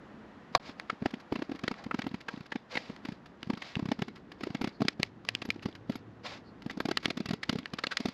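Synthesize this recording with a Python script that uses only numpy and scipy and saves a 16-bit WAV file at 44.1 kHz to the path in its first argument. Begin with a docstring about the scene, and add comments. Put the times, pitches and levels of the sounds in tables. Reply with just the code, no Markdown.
"""Chiselling a camper van window frame

A hammer taps a chisel along a brittle plastic window frame, the taps following each other quickly. Each tap
makes the wall panel thud, the seal rasp and the chisel ring faintly; sharp cracks come as the frame gives way.
Sealant crumbles around each blow and the tool rubs along the frame. The cabin adds a short echo, with street
air behind. Near the start there is one sharp, close knock."""
import sys
import numpy as np
from scipy import signal
from scipy.fft import rfft, irfft, next_fast_len
from scipy.io import wavfile
from scipy.ndimage import uniform_filter1d

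SR = 44100
rng = np.random.default_rng(int(sys.argv[2]) if len(sys.argv) > 2 else 0)


def unload_audio(sound):
    """Save the sound as a 16-bit wav file, at the path given as the first command line argument."""
    columns = np.transpose(np.atleast_2d(sound))
    # keep every value between -1 and 1, then stretch to whole-number steps
    steps = np.round(np.clip(columns, -1, 1) * 32767)
    wavfile.write(sys.argv[1], SR, steps.astype(np.int16))


N = 358533
TIME = np.arange(N) / SR
BLOW_TIME = np.arange(-SR // 40, SR // 20) / SR   # from 25 ms before a blow to 50 ms after it
USUAL_BITE_DB = -46   # how loudly the blade usually bites into the seal
GRIT_DB, GRIT_DB_PER_S = -11.5, 1.36   # grit relative to the bite; the seal gets more brittle further on

# Hammer taps: start_s, panel_hz, thud_db, bite_db
TAPS = [ (0.6971, 259, -43, -51), (0.9314, 236, -40.5, -65), (1.0256, 214, -29.5, -51),
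        (1.0614, 291, -25, -33.5), (1.1418, 233, -33, -43.5), (1.3264, 308, -27, -41.5),
        (1.3596, 235, -31.5, -39), (1.3935, 268, -34.5, -49.5), (1.4243, 302, -31.5, -40.5),
        (1.498, 290, -34.5, -54), (1.52, 268, -32, -46), (1.5522, 290, -39.5, -53), (1.641, 237, -31, -39),
        (1.716, 247, -33, -39.5), (1.8666, 228, -35, -55), (1.947, 233, -28, -39.5),
        (1.993, 238, -31.5, -37.5), (2.0452, 227, -39, -50), (2.07, 278, -30.5, -43),
        (2.1164, 208, -40.5, -53.5), (2.146, 198, -31.5, -45), (2.3422, 220, -37, -56),
        (2.3777, 231, -41, -55), (2.41, 186, -40.5, -52.5), (2.5597, 250, -30.5, -42.5),
        (2.9012, 235, -35.5, -54), (3.055, 248, -38, -42), (3.0894, 230, -33, -47),
        (3.124, 196, -38.5, -51), (3.4753, 190, -37.5, -58), (3.5036, 236, -25.5, -41),
        (3.5372, 198, -33, -46), (3.577, 230, -43, -46.5), (3.77, 185, -28.5, -50),
        (3.7965, 277, -31.5, -46.5), (3.83, 188, -30, -57), (3.8596, 183, -32, -47),
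        (3.8897, 187, -30.5, -46.5), (3.92, 257, -25.5, -35.5), (3.9943, 235, -34, -48),
        (4.0232, 195, -28, -36.5), (4.0853, 230, -39, -48), (4.4115, 372, -42.5, -49),
        (4.438, 236, -34, -39), (4.473, 360, -32.5, -51), (4.5064, 184, -35.5, -51),
        (4.5516, 266, -30, -40), (4.6168, 254, -29.5, -39.5), (4.6462, 238, -28.5, -37.5),
        (4.677, 235, -32.5, -42.5), (4.8091, 238, -28.5, -49), (4.8218, 240, -23.5, -38.5),
        (4.854, 209, -29.5, -49), (5.001, 183, -29.5, -46), (5.4555, 276, -40, -47),
        (5.4914, 238, -33.5, -53), (5.5635, 332, -40, -62), (5.6601, 224, -28, -43.5),
        (5.689, 307, -39, -55), (5.9001, 236, -26.5, -47.5), (5.958, 252, -37, -47),
        (6.6653, 220, -31, -53.5), (6.712, 247, -42, -46), (6.7763, 254, -33, -53),
        (6.858, 266, -28.5, -40.5), (6.8898, 370, -30, -42), (6.9154, 344, -30.5, -35),
        (7.0843, 300, -35.5, -51), (7.1757, 210, -32.5, -42.5), (7.2066, 215, -29, -45.5),
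        (7.261, 177, -40.5, -41.5), (7.2916, 172, -35.5, -42.5), (7.3118, 217, -28, -41.5),
        (7.3377, 217, -30, -42), (7.4971, 223, -26.5, -31), (7.5308, 243, -31.5, -45),
        (7.5588, 200, -29.5, -49), (7.5893, 205, -35.5, -44.5), (7.739, 209, -35, -43),
        (8.0058, 246, -32, -44.5), (8.0591, 243, -26.5, -39), (8.0884, 217, -34, -45)]
# Cracks in the frame, each loosening a piece: start_s, length_s, piece_hz, piece_db, splinter_db, thud_db
CRACKS = [ (.552, 0.00088, 1190, -20.5, -26.5, -35.5), (0.7988, 0.00038, 1700, -41.5, -43.5, -59),
          (0.9013, .0018, 1310, -29, -40, -53), (1.681, 0.0012, 1770, -32.5, -33.5, -34.5),
          (1.742, .00064, 1350, -52, -52.5, -59), (1.9135, 0.0014, 1270, -31.5, -50, -46),
          (2.0208, 0.0015, 2170, -42.5, -41.5, -56), (2.288, 0.0025, 1560, -36, -41, -46.5),
          (2.5235, 0.0025, 2000, -35.5, -42, -42.5), (2.7566, .0019, 2240, -37, -38.5, -39),
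          (2.7745, 0.0024, 1950, -30.5, -36, -39.5), (3.4308, 0.00073, 2040, -50.5, -42.5, -44.5),
          (3.624, 0.0025, 2200, -43, -40, -51), (3.7554, 0.00064, 3100, -37.5, -41.5, -58),
          (4.8845, 0.0009, 2140, -31.5, -25, -35), (5.0314, 0.00042, 2030, -26, -25.5, -36.5),
          (5.289, 0.00053, 2180, -32, -29, -52), (5.3513, 0.0003, 2900, -57, -30.5, -42),
          (5.422, 0.0024, 2750, -43.5, -40, -42), (5.5042, 0.00068, 2340, -29, -34, -67),
          (6.701, 0.0022, 1970, -40, -47.5, -53), (6.805, 0.0016, 1450, -34, -40, -33.5),
          (6.9731, 0.00075, 1730, -33.5, -27, -47), (7.0577, 0.00066, 2340, -37, -28, -32.5),
          (7.1064, 0.0023, 2400, -38.5, -35.5, -35.5), (7.435, 0.0023, 1980, -36, -38, -60),
          (7.6585, .00052, 2160, -39, -42.5, -57), (7.7894, 0.0022, 1250, -36.5, -38.5, -46),
          (7.84, 0.0016, 1680, -31.5, -34.5, -41), (7.8706, 0.0014, 2700, -38, -34.5, -42),
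          (7.9217, 0.0052, 1540, -34, -36.5, -55), (7.972, 0.0013, 2100, -32.5, -29.5, -69)]
# Scrapes of the blade along the seal: start_s, length_s, base_db
SCRAPES = [(1.11, 0.003, -60), (1.205, 0.003, -61.5), (1.561, 0.0038, -59), (1.594, 0.0017, -57),
           (1.843, 0.0023, -56), (2.211, 0.0033, -57), (2.463, 0.0029, -61), (2.964, 0.00071, -60.5),
           (3.263, 0.0028, -62), (4.166, 0.0062, -60), (4.32, 0.0017, -56.5), (5.052, 0.00054, -70),
           (5.252, 0.00072, -58), (5.631, 0.0043, -55.5), (5.756, 0.0026, -56.5), (5.929, 0.0066, -56.5),
           (6.623, 0.0016, -60), (7.033, 0.0026, -54), (7.051, 0.0039, -47)]
# Tone colours (how strong a noise is at each pitch): pitch_hz, gain_db
KNOCK_COLOUR = [(300, -22.5), (470, 5.5), (820, 5.5), (1250, -2.5), (1700, -12.5)]   # a hard knock
RASP_COLOUR = [(800, -4), (1200, 2.5), (1380, 2), (1560, 2), (1800, 1), (2100, 0.5), (2800, -2.5),
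               (3800, -18)]   # the blade in the seal
GRIT_COLOUR = [(2000, -25), (2900, 0), (4900, 0), (5600, -8), (6900, -14), (8000, -23), (9200, -33),
               (10200, -24), (11500, -22), (12800, -31), (14000, -46)]   # fine, bright grit
SPLINTER_COLOUR = [(2000, 6.5), (2900, 1.5), (4900, -2), (5700, -9), (6900, -9.5), (8000, -16.5),
                   (9200, -27), (10200, -13.5), (11500, -14), (13200, -29), (16000, -27)]   # splintering plastic
WASH_COLOUR = [(280, -55), (480, 12), (1100, 8), (1900, 3.5), (3000, -35)]   # the soft rush of street air or of rubbing


def from_db(db):
    """Turn decibels into a factor to multiply a sound by."""
    return 10 ** (np.asarray(db) / 20)


def unit_level(x):
    """Scale a sound so that its average level (rms) is 1."""
    return x / np.sqrt(np.mean(x ** 2) + 1e-20)


def at_level(x, db):
    """Give a burst as much energy as 10 ms of steady sound at this level."""
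    return from_db(db) * x / np.sqrt(np.sum(x ** 2) / (SR / 100) + 1e-20)


def colour(x, tone_colour):
    """Filter a sound by a tone colour, fading steeply above its last pitch."""
    hz, db = np.transpose(tone_colour)
    all_hz = np.maximum(np.fft.rfftfreq(len(x), 1 / SR), 1)
    gain = from_db(np.interp(np.log(all_hz), np.log(hz), db))
    roll_off = np.minimum(hz[-1] / all_hz, 1) ** 4
    return irfft(rfft(x) * gain * roll_off, len(x))


def resonate(x, hz, width_hz):
    """Let a sound ring at one pitch; a narrower width rings for longer."""
    r = np.exp(-np.pi * width_hz / SR)
    feedback = [1, -2 * r * np.cos(2 * np.pi * hz / SR), r * r]
    return signal.lfilter(np.array([1, 0, -1]) * (1 - r * r) / 2, feedback, x)


def noise(tone_colour):
    """Steady noise of this colour, at an average level of 1."""
    return unit_level(colour(rng.standard_normal(next_fast_len(N)), tone_colour)[:N])


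def wavering_tone(hz, width_hz):
    """Noise narrowed down until it sounds like an unsteady note."""
    band = resonate(rng.standard_normal(N), hz, width_hz)
    return unit_level(resonate(band, hz, width_hz))


def swell(length_s, softness):
    """The rise and fall of a blow, centred on time zero; a soft one rises slowly."""
    shape = 2 * softness + 1
    age = np.maximum(BLOW_TIME / max(length_s, 1e-4) * np.sqrt(shape) + shape, 0)
    return age ** softness * np.exp(-age / 2)


def grains(tone_colour, uneven_db):
    """A dense run of tiny clicks of uneven size, in this colour."""
    clicks = rng.standard_normal(len(BLOW_TIME))
    sizes = from_db(uneven_db * rng.standard_normal(len(BLOW_TIME)))
    return colour(clicks * sizes, tone_colour)


def add(track, s, burst):
    """Lay a burst on the track with its time zero at s seconds."""
    at = round((s + BLOW_TIME[0]) * SR) + np.arange(len(burst))
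    inside = (at >= 0) & (at < N)
    track[at[inside]] += burst[inside]


def street(rumble_gain_db, wash_gain_db, hiss_gain_db):
    """Outdoor air: a low rumble and a soft wash, with a faint hiss that follows the wash."""
    # Street levels before the gains are added: time_s, rumble_db, wash_db
    air_levels = [(0.0, -53, -53.5), (1.4, -60.5, -54.5), (1.83, -56, -57), (2.56, -61.5, -59),
                  (2.92, -55.5, -53.5), (3.19, -57.5, -57), (3.82, -59, -57.5), (4.1, -54.5, -59.5),
                  (4.69, -57, -55.5), (4.82, -57, -59.5), (6.63, -54.5, -57), (6.97, -55, -59.5),
                  (7.31, -56, -59.5), (8.13, -62, -55)]
    # Colours of the rumble and the hiss: pitch_hz, gain_db
    rumble_colour = [(20, -27.5), (50, 2.5), (100, 2.5), (200, 11.5), (300, 9), (480, 0.5), (800, -52.5)]
    hiss_colour = [(1000, -23), (1900, -3.5), (2900, -5), (4900, -14.5), (7400, -24), (9000, -39),
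                   (11000, -30.5), (13000, -46), (15000, -54)]
    times, *levels = np.transpose(air_levels)
    rumble_level, wash_level = (from_db(np.interp(TIME, times, db)) for db in levels)
    rumble = from_db(rumble_gain_db) * noise(rumble_colour)
    wash = from_db(wash_gain_db) * noise(WASH_COLOUR)
    hiss = from_db(hiss_gain_db) * noise(hiss_colour)
    return rumble_level * rumble + wash_level * (wash + hiss)


def close_knock(start_s, clack_hz):
    """A sharp, close knock and clack with a short hollow ring."""
    # Colour of the ring: pitch_hz, gain_db
    hollow_colour = [(100, -2.5), (450, -17), (650, 4), (850, -0.5), (1300, -14), (2500, -25), (4800, -20),
                     (6200, -52), (12000, -47)]
    out = np.zeros(N)
    clack = np.sin(2 * np.pi * clack_hz * BLOW_TIME) * swell(length_s=0.00097, softness=1.6)
    knock = grains(KNOCK_COLOUR, uneven_db=7) * swell(length_s=0.0018, softness=0.52)
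    ring = grains(hollow_colour, uneven_db=6) * swell(length_s=0.0075, softness=0.2)
    add(out, start_s, at_level(knock, db=-26.5))
    add(out, start_s + 0.0004, at_level(clack, db=-22))
    add(out, start_s + 0.0085, at_level(ring, db=-27.5))
    return out


def cracks():
    """The frame breaks: it knocks, the loose piece rings, splinters fly and the panel springs back."""
    # Usual pitch of the splinters along the frame: time_s, pitch_hz
    splinter_pitches = [(.55, 4100), (1.0, 3600), (3.7, 3540), (5.2, 3660), (7.1, 4400), (8.0, 4100)]
    usual_splinter_db, hz_per_db = -31, 39   # a harder snap splinters at a higher pitch
    out = np.zeros(N)
    for s, length_s, piece_hz, piece_db, splinter_db, thud_db in CRACKS:
        softness = 0.89 + (length_s / 0.0013) ** 2   # a clean snap starts at once, a long tear builds up
        snap = swell(length_s, min(softness, 6))
        strain = from_db(-23.5) * np.exp(-np.abs(BLOW_TIME) / 0.0021)   # the plastic strains and settles
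        burst = snap / snap.max() + strain
        splinter_hz = np.interp(s, *np.transpose(splinter_pitches))
        splinter_hz += hz_per_db * (splinter_db - usual_splinter_db)
        knock = grains(KNOCK_COLOUR, uneven_db=3.5) * swell(length_s * 0.87, softness=0.47)
        knock_db = (piece_db + thud_db) / 2 - 1.5
        piece = resonate(grains(RASP_COLOUR, uneven_db=3), piece_hz, width_hz=315) * burst
        spray = resonate(splinters(length_s), splinter_hz, width_hz=2000) * burst
        add(out, s, at_level(knock, knock_db) + at_level(piece, piece_db) + at_level(spray, splinter_db))
        add(out, s + 0.0014, panel_thud(hz=263, db=thud_db, length_s=0.0011, boom_db=-20.5))
    return out


def splinters(length_s):
    """The grains of a crack: the shorter it is, the more treble they have above 7000 Hz."""
    db_per_octave = 0.5 * np.log2(0.001 / length_s)
    tilted = [(hz, db + db_per_octave * np.log2(max(hz / 7000, 1))) for hz, db in SPLINTER_COLOUR]
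    return grains(tilted, uneven_db=6.5)


def panel_thud(hz, db, length_s, boom_db):
    """The wall swings about twice at its pitch, over a blurred boom of its other vibrations."""
    # Colour of the wall's boom: pitch_hz, gain_db
    boom_colour = [(25, -15), (60, -54), (110, -2), (230, -2.5), (340, -0.5), (480, -9), (900, -50.5)]
    swing = np.sin(2 * np.pi * (hz * BLOW_TIME + rng.random())) * swell(length_s, softness=13)
    boom = grains(boom_colour, uneven_db=4) * swell(length_s=0.0038, softness=7.5)
    return at_level(at_level(swing, 0) + at_level(boom, boom_db), db)


def cabin_echo(x, db, fade_s):
    """Sound bounces around the furnished cabin, dying away by 60 dB in fade_s."""
    # Colour of the echo: pitch_hz, gain_db
    echo_colour = [(60, -7), (250, -2.5), (600, -0.5), (2000, 13), (5000, -15.5), (14000, 3)]
    t = TIME[:SR // 4]
    tail = colour(rng.standard_normal(len(t)), echo_colour) * from_db(-60 * t / fade_s) * (t > 0.003)
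    return from_db(db) * signal.fftconvolve(x, tail / np.sqrt(np.sum(tail ** 2)))[:N]


def crumbling(hiss_db, rub_db, lag_s, length_s):
    """Old sealant crumbles for a moment around every blow, a little more after a hard one."""
    blows = [(s, db) for s, _, _, db in TAPS]
    blows += [(s, db) for s, _, _, _, db, _ in CRACKS]
    blows += [(s, db) for s, _, db in SCRAPES]
    power = np.zeros(N)
    puff = np.exp(-((TIME[:SR // 4] + BLOW_TIME[0] - lag_s) / length_s) ** 2)
    for s, db in blows:
        add(power, s, puff * from_db(0.47 * (db - USUAL_BITE_DB)) ** 2)
    crumbs = from_db(hiss_db) * grainy_hiss(flutter_db=3) + from_db(rub_db) * noise(WASH_COLOUR)
    return np.sqrt(power) * crumbs


def grainy_hiss(flutter_db):
    """Hiss whose level flutters from grain to grain."""
    # Colour of the hiss: pitch_hz, gain_db
    hiss_colour = [(1200, -16), (2100, 1), (2900, -4), (3600, -3), (4900, -4), (6000, -14), (7400, -22),
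                   (9000, -42), (10500, -35), (13000, -43), (15000, -64)]
    hiss = noise(hiss_colour)
    flutter = unit_level(uniform_filter1d(rng.standard_normal(N), size=300))
    return hiss * from_db(flutter_db * flutter)


def slides():
    """The tool rubs along the frame: a gritty hiss and a lower rub swell and fade together."""
    # Long strokes of the tool: loudest_s, rise_s, fade_s, hiss_db, rub_db
    strokes = [ (.685, 0.037, 0.023, -51, -53), (1.79, 0.022, 0.029, -57.5, -49.5),
               (2.31, 0.017, 0.069, -59, -55.5), (2.733, 0.017, 0.049, -46, -47),
               (2.85, 0.034, 0.072, -57, -63), (3.09, 0.022, .035, -65, -78),
               (3.67, 0.039, 0.051, -50, -54.5), (4.42, 0.019, 0.091, -64, -63),
               (6.26, .011, 0.014, -42, -43), (6.318, 0.03, 0.04, -48.5, -49),
               (8.07, 0.068, 0.038, -54.5, -62)]
    hiss_level, rub_level = np.zeros(N), np.zeros(N)
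    for s, rise_s, fade_s, hiss_db, rub_db in strokes:
        stroke = np.exp(-0.5 * ((TIME - s) / np.where(TIME < s, rise_s, fade_s)) ** 2)
        hiss_level += from_db(hiss_db) * stroke
        rub_level += from_db(rub_db) * stroke
    return hiss_level * grainy_hiss(flutter_db=1.5) + rub_level * noise(WASH_COLOUR)


def taps():
    """The blade bites into the seal with a gritty rasp; the frame knocks and the panel thuds."""
    # The frame's pitch where the chisel stands: time_s, pitch_hz
    frame_pitches = [(1.06, 760), (1.4, 540), (1.95, 910), (3.5, 785), (4.0, 770), (4.45, 560), (4.8, 680),
                     (5.9, 590), (6.86, 724), (8.1, 630)]
    usual_knock_db, usual_thud_db, usual_panel_hz = -46.5, -32, 240
    hard_tap_db, spread_octaves = -30, 0.15
    out = np.zeros(N)
    for s, panel_hz, thud_db, bite_db in TAPS:
        knock_db = usual_knock_db + (thud_db - usual_thud_db) + 0.28 * (bite_db - USUAL_BITE_DB)
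        knock_db += 8.5 * np.log2(panel_hz / usual_panel_hz)   # louder where the wall is stiff
        knock_db += 0.54 * max(thud_db - hard_tap_db, 0)   # a hard tap drives through to the frame
        grit_db = bite_db + GRIT_DB + GRIT_DB_PER_S * s
        frame_hz = np.interp(s, *np.transpose(frame_pitches))
        frame_hz *= 2 ** (spread_octaves * rng.uniform(-1, 1))
        bite = swell(length_s=0.0019, softness=6.1)
        knock = resonate(grains(KNOCK_COLOUR, uneven_db=4), frame_hz, width_hz=275) * bite
        rasp = grains(RASP_COLOUR, uneven_db=7) * bite
        grit = grains(GRIT_COLOUR, uneven_db=6.5) * bite
        crunch = at_level(knock, knock_db) + at_level(rasp, bite_db) + at_level(grit, grit_db)
        add(out, s, panel_thud(panel_hz, thud_db, length_s=0.0019, boom_db=-6.5))
        add(out, s - 0.0005, crunch)   # the contact comes just before the heavy panel moves
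    return out


def chisel_rattle(gain_db, lowest_fade_s, spread_db):
    """Every tap leaves the blade rattling in its cut at several pitches, until the hand damps it."""
    # The chisel's rattling tones: pitch_hz, width_hz, gain_db
    tones = [(2120, 220, 0), (2680, 150, -5), (3470, 190, -2), (3980, 200, -6), (4680, 260, -3),
             (5080, 220, -7), (11390, 130, -26), (12610, 150, -33)]
    out = np.zeros(N)
    tap_s, _, _, bite_db = np.transpose(TAPS)
    at = np.clip((tap_s * SR).astype(int), 0, N - 1)
    grit_db = bite_db + GRIT_DB + GRIT_DB_PER_S * tap_s
    blow_db = np.minimum(grit_db, -47) + gain_db   # gritty taps ring more, up to a point
    for hz, width_hz, tone_db in tones:
        fade_s = lowest_fade_s * (tones[0][0] / hz) ** 0.5   # high tones die sooner
        decay = from_db(-60 / (fade_s * SR))
        kicks = np.zeros(N)
        kicks[at] = from_db(blow_db + tone_db + spread_db * rng.standard_normal(len(at)))
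        rattle = rng.standard_normal(N) * signal.lfilter([1], [1, -decay], kicks + 1e-18)
        ring = resonate(resonate(rattle, hz, width_hz), hz, 4 * width_hz)
        out += ring * np.sqrt(SR / (np.pi * width_hz))   # make up the level lost in filtering
    return out


def chips(per_s, db, spread_db):
    """Small chips tick off after some of the taps."""
    out = np.zeros(N)
    share_of_taps = per_s * TIME[-1] / len(TAPS)
    for (s, *_), (chance, delay, size, pitch) in zip(TAPS, rng.random((len(TAPS), 4))):
        chip = resonate(grains(SPLINTER_COLOUR, uneven_db=10), 2300 + 2000 * pitch, width_hz=560)
        tick = at_level(chip * swell(length_s=0.00067, softness=2.2), db + spread_db * (size - 0.5))
        if chance < share_of_taps:
            add(out, s + 0.0057 + 0.046 * delay, tick)
    return out


def nudges(per_s, loudest_db, spread_db):
    """The tools nudge the panel lightly just after some of the taps."""
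    out = np.zeros(N)
    share_of_taps = per_s * TIME[-1] / len(TAPS)
    for (s, *_), (chance, delay, size) in zip(TAPS, rng.random((len(TAPS), 3))):
        nudge = panel_thud(hz=245, db=loudest_db - spread_db * (1 - size), length_s=0.0021, boom_db=-3)
        if chance < share_of_taps:
            add(out, s + 0.029 + 0.0202 * delay, nudge)
    return out


def scrapes():
    """The blade drags briefly through old sealant, with bright grit over a louder rasp."""
    out = np.zeros(N)
    for s, length_s, base_db in SCRAPES:
        drag = swell(length_s, softness=2.9)
        add(out, s, at_level(grains(GRIT_COLOUR, uneven_db=14) * drag, base_db + 3))
        add(out, s, at_level(grains(RASP_COLOUR, uneven_db=0.5) * drag, base_db + 8))
    return out


def clinks():
    """Now and then the hammer meets the chisel squarely, and the steel rings brightly."""
    # Square hits: start_s, level_db
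    hits = [(1.327, -65), (2.07, -64), (4.6176, -59), (5.4555, -60), (5.505, -62), (5.8999, -64),
            (5.9575, -56), (6.803, -55)]
    # The steel's tones, each dying by 60 dB in its fade time: pitch_hz, gain_db, fade_s
    tones = [(4511, 0, .05), (5163, -2, .06), (11390, -2, .036), (12610, -10, .036)]
    out = np.zeros(N)
    age = np.maximum(BLOW_TIME, 0)
    ring = sum(np.sin(2 * np.pi * hz * age) * from_db(db - 60 * age / fade_s) for hz, db, fade_s in tones)
    for s, db in hits:
        add(out, s, at_level(ring, db))
    return out


def whistle(hz, width_hz, db, length_s):
    """Twice a faint high whistle rises out of the street."""
    swells = sum(np.exp(-((TIME - s) / length_s) ** 2) for s in (4.75, 6.48))
    return from_db(db) * wavering_tone(hz, width_hz) * swells


def drone(hz, width_hz, db):
    """A low wavering drone, like a far engine, comes and goes."""
    fade = np.interp(TIME, [4.9, 5.1, 6.2, 6.8], [0, 1, 1, 0])
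    return from_db(db) * wavering_tone(hz, width_hz) * fade


def scene():
    """The work, its echo and the street; all sound drops out briefly after the close knock."""
    ringing = chisel_rattle(gain_db=-13, lowest_fade_s=0.14, spread_db=5) + clinks()
    small_sounds = scrapes() + chips(per_s=2, db=-59, spread_db=6)
    small_sounds += nudges(per_s=1.2, loudest_db=-45, spread_db=6)
    rubbing = crumbling(hiss_db=-67, rub_db=-71, lag_s=0.013, length_s=0.028) + slides()
    work = taps() + cracks() + ringing + small_sounds + rubbing
    nearby = work + close_knock(start_s=0.552, clack_hz=1200)
    outside = street(rumble_gain_db=1.5, wash_gain_db=-3.5, hiss_gain_db=-14)
    outside += drone(hz=109.2, width_hz=19, db=-57.5)
    outside += whistle(hz=4430, width_hz=600, db=-65, length_s=0.026)
    mix = nearby + cabin_echo(nearby, db=-19.5, fade_s=0.016) + outside
    gap = (TIME > 0.578) & (TIME < 0.598)
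    return (mix * uniform_filter1d(1.0 - gap, size=40))[None]


def record(dry):
    """Cut the very highest treble steeply: 70 dB down from 16700 Hz upward."""
    return signal.sosfilt(signal.cheby2(14, 70, 16700, fs=SR, output="sos"), dry)


dry = scene()
out = record(dry)
unload_audio(out)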